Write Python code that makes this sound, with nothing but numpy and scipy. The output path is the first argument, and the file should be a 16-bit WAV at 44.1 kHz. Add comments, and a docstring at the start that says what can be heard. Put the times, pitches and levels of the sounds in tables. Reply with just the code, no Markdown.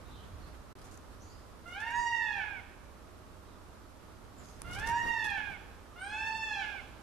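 """Peacock wailing in a park

A displaying peacock cries three times, each a clean harmonic arch from the syrinx, coloured by the throat.
A wall throws it back a sixth of a second later, so two pitch lines cross. His train rattles its quills
and fans air at the microphone; small birds chirp in the trees and an engine idles far off."""
import sys
import numpy as np
from scipy import signal
from scipy.fft import rfft, irfft, next_fast_len
from scipy.io import wavfile
from scipy.ndimage import uniform_filter1d

SR = 44100
rng = np.random.default_rng(int(sys.argv[2]) if len(sys.argv) > 2 else 0)


def master_out(mix):
    """Clip the mix to full scale and print it as 16-bit PCM to the path in sys.argv[1]."""
    frames = np.transpose(np.atleast_2d(mix))
    ceiling = np.clip(frames, -1, 1)
    pcm = np.round(ceiling * 32767).astype(np.int16)
    wavfile.write(sys.argv[1], SR, pcm)


N = 309582
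TIME = np.arange(N) / SR
# pitch of every cry: at the start, where the opening syllable breaks into the wail, and at the end
START_HZ, BREAK_HZ, END_HZ = 688.7, 731.3, 690.7


def undb(db):
    """Decibels to gain."""
    return 10 ** (np.asarray(db) / 20)


def unit(x):
    """Scale to rms 1."""
    return x / np.sqrt(np.mean(x ** 2))


def db_at(hz, points):
    """Read a (freq_hz, gain_db) curve on a log-frequency axis."""
    points_hz, points_db = np.transpose(points)
    return np.interp(np.log(np.maximum(hz, 1)), np.log(points_hz), points_db)


def colour(x, points):
    """EQ a sound with a (freq_hz, gain_db) curve."""
    size = next_fast_len(x.shape[-1] + SR // 10)
    hz = np.arange(size // 2 + 1) * SR / size
    return irfft(rfft(x, size) * undb(db_at(hz, points)), size)[..., :x.shape[-1]]


def walk(rate):
    """Smooth random drift with rms 1, turning about rate times a second."""
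    hold = max(int(SR / rate), 1)
    steps = np.repeat(rng.standard_normal(N)[:N // hold + 1], hold)[:N]
    return unit(uniform_filter1d(uniform_filter1d(steps, hold), hold))


def air(points, likeness, merge_hz):
    """Coloured stereo noise, rms 1; the sides are partly alike below merge_hz and drift apart above."""
    common, own = rng.standard_normal(N), rng.standard_normal((2, N))
    hz = np.geomspace(10, SR / 2, num=200)
    share = likeness / (1 + (hz / merge_hz) ** 2)
    shaped = lambda x, power: colour(x, np.c_[hz, db_at(hz, points) + 10 * np.log10(power)])
    return unit(shaped(common, share) + shaped(own, 1 - share))


def reverb(x, predelay_s, t60_s, likeness=0.41):
    """Scattered reflections of a mono sound, dying away, partly shared by the two sides."""
    t = TIME[:SR * 3 // 2] - predelay_s
    common, own = rng.standard_normal(len(t)), rng.standard_normal((2, len(t)))
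    paths = np.sqrt(likeness) * common + np.sqrt(1 - likeness) * own
    response = paths * (t > 0) * undb(-60 * np.abs(t) / t60_s)
    response /= np.sqrt(np.sum(response ** 2, axis=1, keepdims=True))
    return signal.fftconvolve(x[None], response, axes=1)[:, :N]


def pan(db):
    """Left and right gains for a left minus right level."""
    return undb(np.array([[db], [-db]]) / 2)


def park_wash(level_db=-55):
    """A soft, gently wavering bed of distant town and leaves."""
    # tone of the bed: freq_hz, gain_db
    wash_eq = [(15, -23), (35, -5), (90, -2.5), (140, -7), (230, -3), (400, -6), (760, -10.5), (1250, -9),
               (1600, -16), (2300, -22), (5000, -25), (13000, -31.5)]
    return air(wash_eq, likeness=0.46, merge_hz=2500) * undb(level_db + .5 * walk(2.825))


def idling_engine(cycle_hz=12.83, level_db=-65, drift=0.00168, sway_db=1):
    """A far engine throbs on multiples of its slightly drifting cycle rate."""
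    # partials of the throb: cycle_multiple, gain_db
    partials = [(2, -0.5), (3, -4), (4, -4), (5, 2.5), (6, -9.5), (7, 2.5), (8, -2), (24, -10), (48, -7)]
    phase = 2 * np.pi * np.cumsum(cycle_hz * (1 + drift * walk(2))) / SR
    throb = 0
    for multiple, db in partials:
        # every partial comes by its own mix of paths to the two sides
        lag = rng.standard_normal() + .5 * rng.standard_normal((2, 1))
        throb += np.sqrt(2) * undb(db + sway_db * walk(4.11)) * np.sin(multiple * phase + lag)
    return undb(level_db) * throb


def small_birds(direct_db=-14, wet_db=-0.5):
    """Thin buzzy chirps that stutter in quick syllables, blurred by the trees."""
    # chirps: start_s, length_s, start_hz, end_hz, level_db
    chirps = [(.03, 0.16, 3990, 4050, -60), (.117, 0.14, 3130, 3310, -60.5), (.389, 0.1, 4240, 4610, -64),
              (1.196, 0.031, 5600, 7120, -56.5), (1.21, 0.16, 4550, 5020, -65.5),
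              (1.23, 0.076, 7100, 6900, -66), (3.45, .09, 4020, 3310, -68), (4.354, 0.14, 7100, 6300, -62),
              (5.992, 0.053, 8600, 8420, -53.5)]
    dry = np.zeros(N)
    wobble_hz = 150 * walk(700) + 190 * walk(60)
    syllables = undb(4 * walk(45) - 2)
    for start_s, length_s, start_hz, end_hz, db in chirps:
        now = (TIME >= start_s) & (TIME < start_s + length_s)
        progress = (TIME[now] - start_s) / length_s
        hz = start_hz + (end_hz - start_hz) * progress + wobble_hz[now]
        envelope = undb(db) * syllables[now] * np.sqrt(2 * np.sin(np.pi * progress))
        dry[now] += envelope * np.sin(2 * np.pi * np.cumsum(hz) / SR)
    return undb(direct_db) * dry + undb(wet_db) * reverb(dry, predelay_s=0.0018, t60_s=0.5)


def fanned_air(calm_rumble_db=-62.5, calm_flutter_db=-63, flicker_db=3.5):
    """Puffs from the train swell and fade: they rumble on the microphone as the feathers flutter."""
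    # puffs of air: centre_s, half_width_s, rumble_db, flutter_db
    puffs = [(.3, 0.72, -53, -57), (1.25, 0.2, -58, -68), (2.0, 0.014, -44, -53), (4.61, .04, -60, -52.5),
             (4.81, 0.16, -42.5, -49), (5.068, 0.053, -55, -42.5), (5.2, 0.52, -59, -54)]
    # tone of air on the microphone: freq_hz, gain_db
    rumble_eq = [(12, -24), (30, 3.5), (80, 4.5), (130, -7.5), (300, -29), (1000, -61)]
    # tone of the feathers: freq_hz, gain_db
    flutter_eq = [(60, 0), (160, -0.5), (300, -5), (600, -11), (1300, -12), (2200, -19), (8000, -33)]
    centre_s, half_width_s, rumble_db, flutter_db = np.transpose(puffs)
    swells = np.exp(-((TIME[:, None] - centre_s) / half_width_s) ** 2)
    strength = lambda db, calm_db: np.sqrt(swells ** 2 @ undb(db) ** 2 + undb(calm_db) ** 2)
    rumble = air(rumble_eq, likeness=0.68, merge_hz=400) * strength(rumble_db, calm_rumble_db)
    flutter = air(flutter_eq, likeness=0.36, merge_hz=1500) * strength(flutter_db, calm_flutter_db)
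    return rumble + flutter * undb(flicker_db * walk(30))


def quills(ring_db=-6, ring_q=5, wet_db=-14):
    """The train's stiff shafts slip over each other in bursts of tiny clicks that ring the quill."""
    # scrapes and ticks: start_s, decay_s, level_db, ring_hz
    scrapes = [(.788, .011, -55, 4800), (0.815, 0.018, -52, 4740), (.843, .043, -53.5, 6300),
               (.912, .037, -52, 6400), (.973, 0.0041, -46, 6500), (1.675, .24, -59, 6000),
               (1.803, 0.02, -49.5, 5950), (1.906, .011, -47.5, 6700), (4.435, 0.18, -57.5, 5200),
               (4.618, .0019, -35.5, 9400), (4.71, 0.015, -47, 6100), (4.728, 0.048, -45.5, 5540),
               (4.788, 0.028, -44, 5800), (4.862, 0.046, -40, 5700), (5.24, 0.038, -42.5, 5300),
               (5.301, 0.011, -45.5, 4110)]
    # tone of the friction: freq_hz, gain_db
    friction_eq = [(800, 12), (2500, 5), (6000, 2), (10000, 5.5), (13000, -3.5)]
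    dry = np.zeros((2, N))
    # each slip lasts a few milliseconds and is itself made of finer clicks
    slips = undb(3 * walk(400) + 2.5 * walk(3000))
    friction = unit(colour(rng.standard_normal((2, N)) * slips, friction_eq))
    for start_s, decay_s, db, ring_hz in scrapes:
        now = (TIME >= start_s) & (TIME < start_s + 2 * decay_s)
        burst = friction[:, now] * np.exp(-((TIME[now] - start_s) / decay_s) ** 2)
        ring = np.sqrt(ring_q) * signal.lfilter(*signal.iirpeak(ring_hz, ring_q, fs=SR), burst)
        dry[:, now] += undb(db) * (burst / 2 + undb(ring_db) * ring)
    return dry + undb(wet_db) * reverb(dry.mean(axis=0), predelay_s=.003, t60_s=0.75)


def pitch_arch(t, start_s, break_s, top_s, end_s, top_hz, rise_power, sag_power):
    """Pitch of a cry and progress of its fall (0-1): a low syllable, a leap, a sag, a sudden collapse."""
    collapse_share, collapse_power = .24, 14.3
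    opening_hz = np.interp(t, [start_s, break_s], [START_HZ, BREAK_HZ])
    climbed = 1 - np.interp(t, [break_s, top_s], [1, 0]) ** rise_power
    fall = np.interp(t, [top_s, end_s], [0, 1])
    sunk = (1 - collapse_share) * fall ** sag_power + collapse_share * fall ** collapse_power
    return opening_hz + (top_hz - BREAK_HZ) * climbed - (top_hz - END_HZ) * sunk, fall


def cry(row, jitter=.0016, rasp=0.0041, shimmer_db=1.35, fade_s=.01):
    """The syrinx sings one slightly unsteady harmonic stack; the throat colours its overtones."""
    # how harmonics 1, 2, 3 and the overtones above answer the bird's effort, a row each:
    # base_db, slack_db, attack_db, catch_db, fall_db
    effort_response = [(-44, -20, -3, -1, 3.5), (-44.3, -4.5, -4.5, -12, -1.5), (-52, -6.5, -6, 4, 8.5),
                       (-69, 0, -15, 10.5, 6.5)]
    # throat resonances that the overtones glide through: freq_hz, gain_db
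    throat_eq = [(2850, 10.5), (3150, 5), (3370, 11.5), (3850, 2.5), (4400, 0.5), (4750, -1.5), (5350, 0.5),
                 (6050, -5.5), (6650, -5), (7550, -11.5), (8500, -18), (12000, -39)]
    attack_s, catch_s, open_s, close_s = 0.02, 0.022, .012, 0.032
    start_s, break_s, top_s, end_s, top_hz, rise_power, sag_power, *dynamics = row
    level_db, bright_db, catch_depth, full_from_s, full_to_s, *full_db, brass_db = dynamics
    now = (TIME > start_s - fade_s / 2) & (TIME < end_s + fade_s / 2)
    t = TIME[now]
    hz, fall = pitch_arch(t, start_s, break_s, top_s, end_s, top_hz, rise_power, sag_power)

    # the voice is slack at low pitch, takes a moment to speak, catches at the break, then opens fully
    slack = np.clip((top_hz - hz) / (top_hz - END_HZ), 0, 1) ** 1.87
    attack = np.exp(-(t - t[0]) / attack_s)
    catch = catch_depth * np.exp(-((t - break_s) / catch_s) ** 2)
    full_voice = (np.tanh((t - full_from_s) / open_s) - np.tanh((t - full_to_s) / close_s)) / 2
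    effort = np.array([np.ones(len(t)), slack, attack, catch, fall])
    *low_db, overtone_db = level_db + np.array(effort_response) @ effort + np.outer(full_db, full_voice)
    # brassy at the top of the arch; with less pressure the pitch sags and the high overtones go first
    tilt_db = 1 + brass_db * full_voice - 44 * (1 - hz / top_hz) - fall
    high_db = [overtone_db + bright_db + db_at(k * hz, throat_eq) + np.sqrt(k - 4) * tilt_db
               for k in range(4, 13)]

    roughness = (jitter + rasp * fall ** 2) * walk(160)[now]
    phase = 2 * np.pi * np.cumsum(hz * (1 + roughness)) / SR
    stack = sum(np.sqrt(2) * undb(db) * np.sin(k * phase) for k, db in enumerate(low_db + high_db, 1))
    fades = np.clip(np.minimum(t - t[0], t[-1] - t) / fade_s, 0, 1)
    out = np.zeros(N)
    out[now] = stack * fades * undb(shimmer_db * walk(70)[now])
    return out


def peacock(direct_db=-1, near_db=-5, tail_db=-7.0, wall_db=-1.64, wall_delay_s=.158):
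    """The cries arrive directly, off the ground and fence close by, off the far wall, and from trees."""
    # cries: start_s, break_s, top_s, end_s, top_hz, rise_power, sag_power, level_db, bright_db,
    # catch_depth (0-1), full_from_s, full_to_s, then what full voice adds:
    # fundamental_db, second_db, third_db, overtones_db, brass_db
    cries = [(1.656, 1.74, 2.01, 2.445, 951, 3.23, 1.65, 0, -2.5, 0.92, 1.936, 2.09, 9, 3, -3, 4.5, 3),
             (4.647, 4.744, 4.99, 5.41, 943, 2.9, 1.7, 0.3, 0, 0.7, 4.885, 5.02, 12, 1.5, -2.5, -5, 5.5),
             (5.959, 5.996, 6.325, 6.65, 889, 2.8, 2.3, -1.5, 3.5, 0, 6.12, 6.44, 4, -6, 11.5, -0.5, 0.5)]
    # tone of the scattered reflections: freq_hz, gain_db
    scatter_eq = [(700, 6.5), (950, 0.85), (1800, 7.05), (2500, 4.6), (4000, 8.1), (12000, 11)]
    # tone of the wall's slapback: freq_hz, gain_db
    wall_eq = [(700, -6), (950, -21), (1800, 3), (2300, -3), (3600, -18), (10000, -19)]
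    voice = sum(cry(row) for row in cries)
    send = colour(voice, scatter_eq)
    near = reverb(send, predelay_s=0.0034, t60_s=0.18)
    tail = reverb(send, predelay_s=.04, t60_s=1.0) * pan(db=-1.0)
    slapback = colour(np.interp(TIME - wall_delay_s, TIME, voice), wall_eq)
    smear = undb(-14) * reverb(slapback, predelay_s=0.00075, t60_s=0.3)
    wall = (slapback + smear) * pan(db=-12.5)
    return undb(direct_db) * voice + undb(near_db) * near + undb(wall_db) * wall + undb(tail_db) * tail


def scene():
    """The peacock and his train up front, birds, park and engine behind."""
    return peacock() + small_birds() + quills() + fanned_air() + park_wash() + idling_engine()


def record(dry):
    """The microphone pair favours the right, the sound drops out for an instant, and the top is cut."""
    # stereo balance: freq_hz, left_minus_right_db
    balance = [(60, -4), (1300, -4.5), (2300, -3.5), (8000, 0)]
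    hz, db = np.transpose(balance)
    sides = np.array([colour(x, np.c_[hz, sign * db / 2]) for x, sign in zip(dry, (1, -1))])
    dropout = np.interp(TIME, [.728, .731, .741, .752, .754], [1, .08, 0, 0, 1])
    high_cut = signal.ellip(10, .2, 70, 13400, fs=SR, output="sos")
    return signal.sosfilt(high_cut, sides * dropout)


dry = scene()
out = record(dry)
master_out(out)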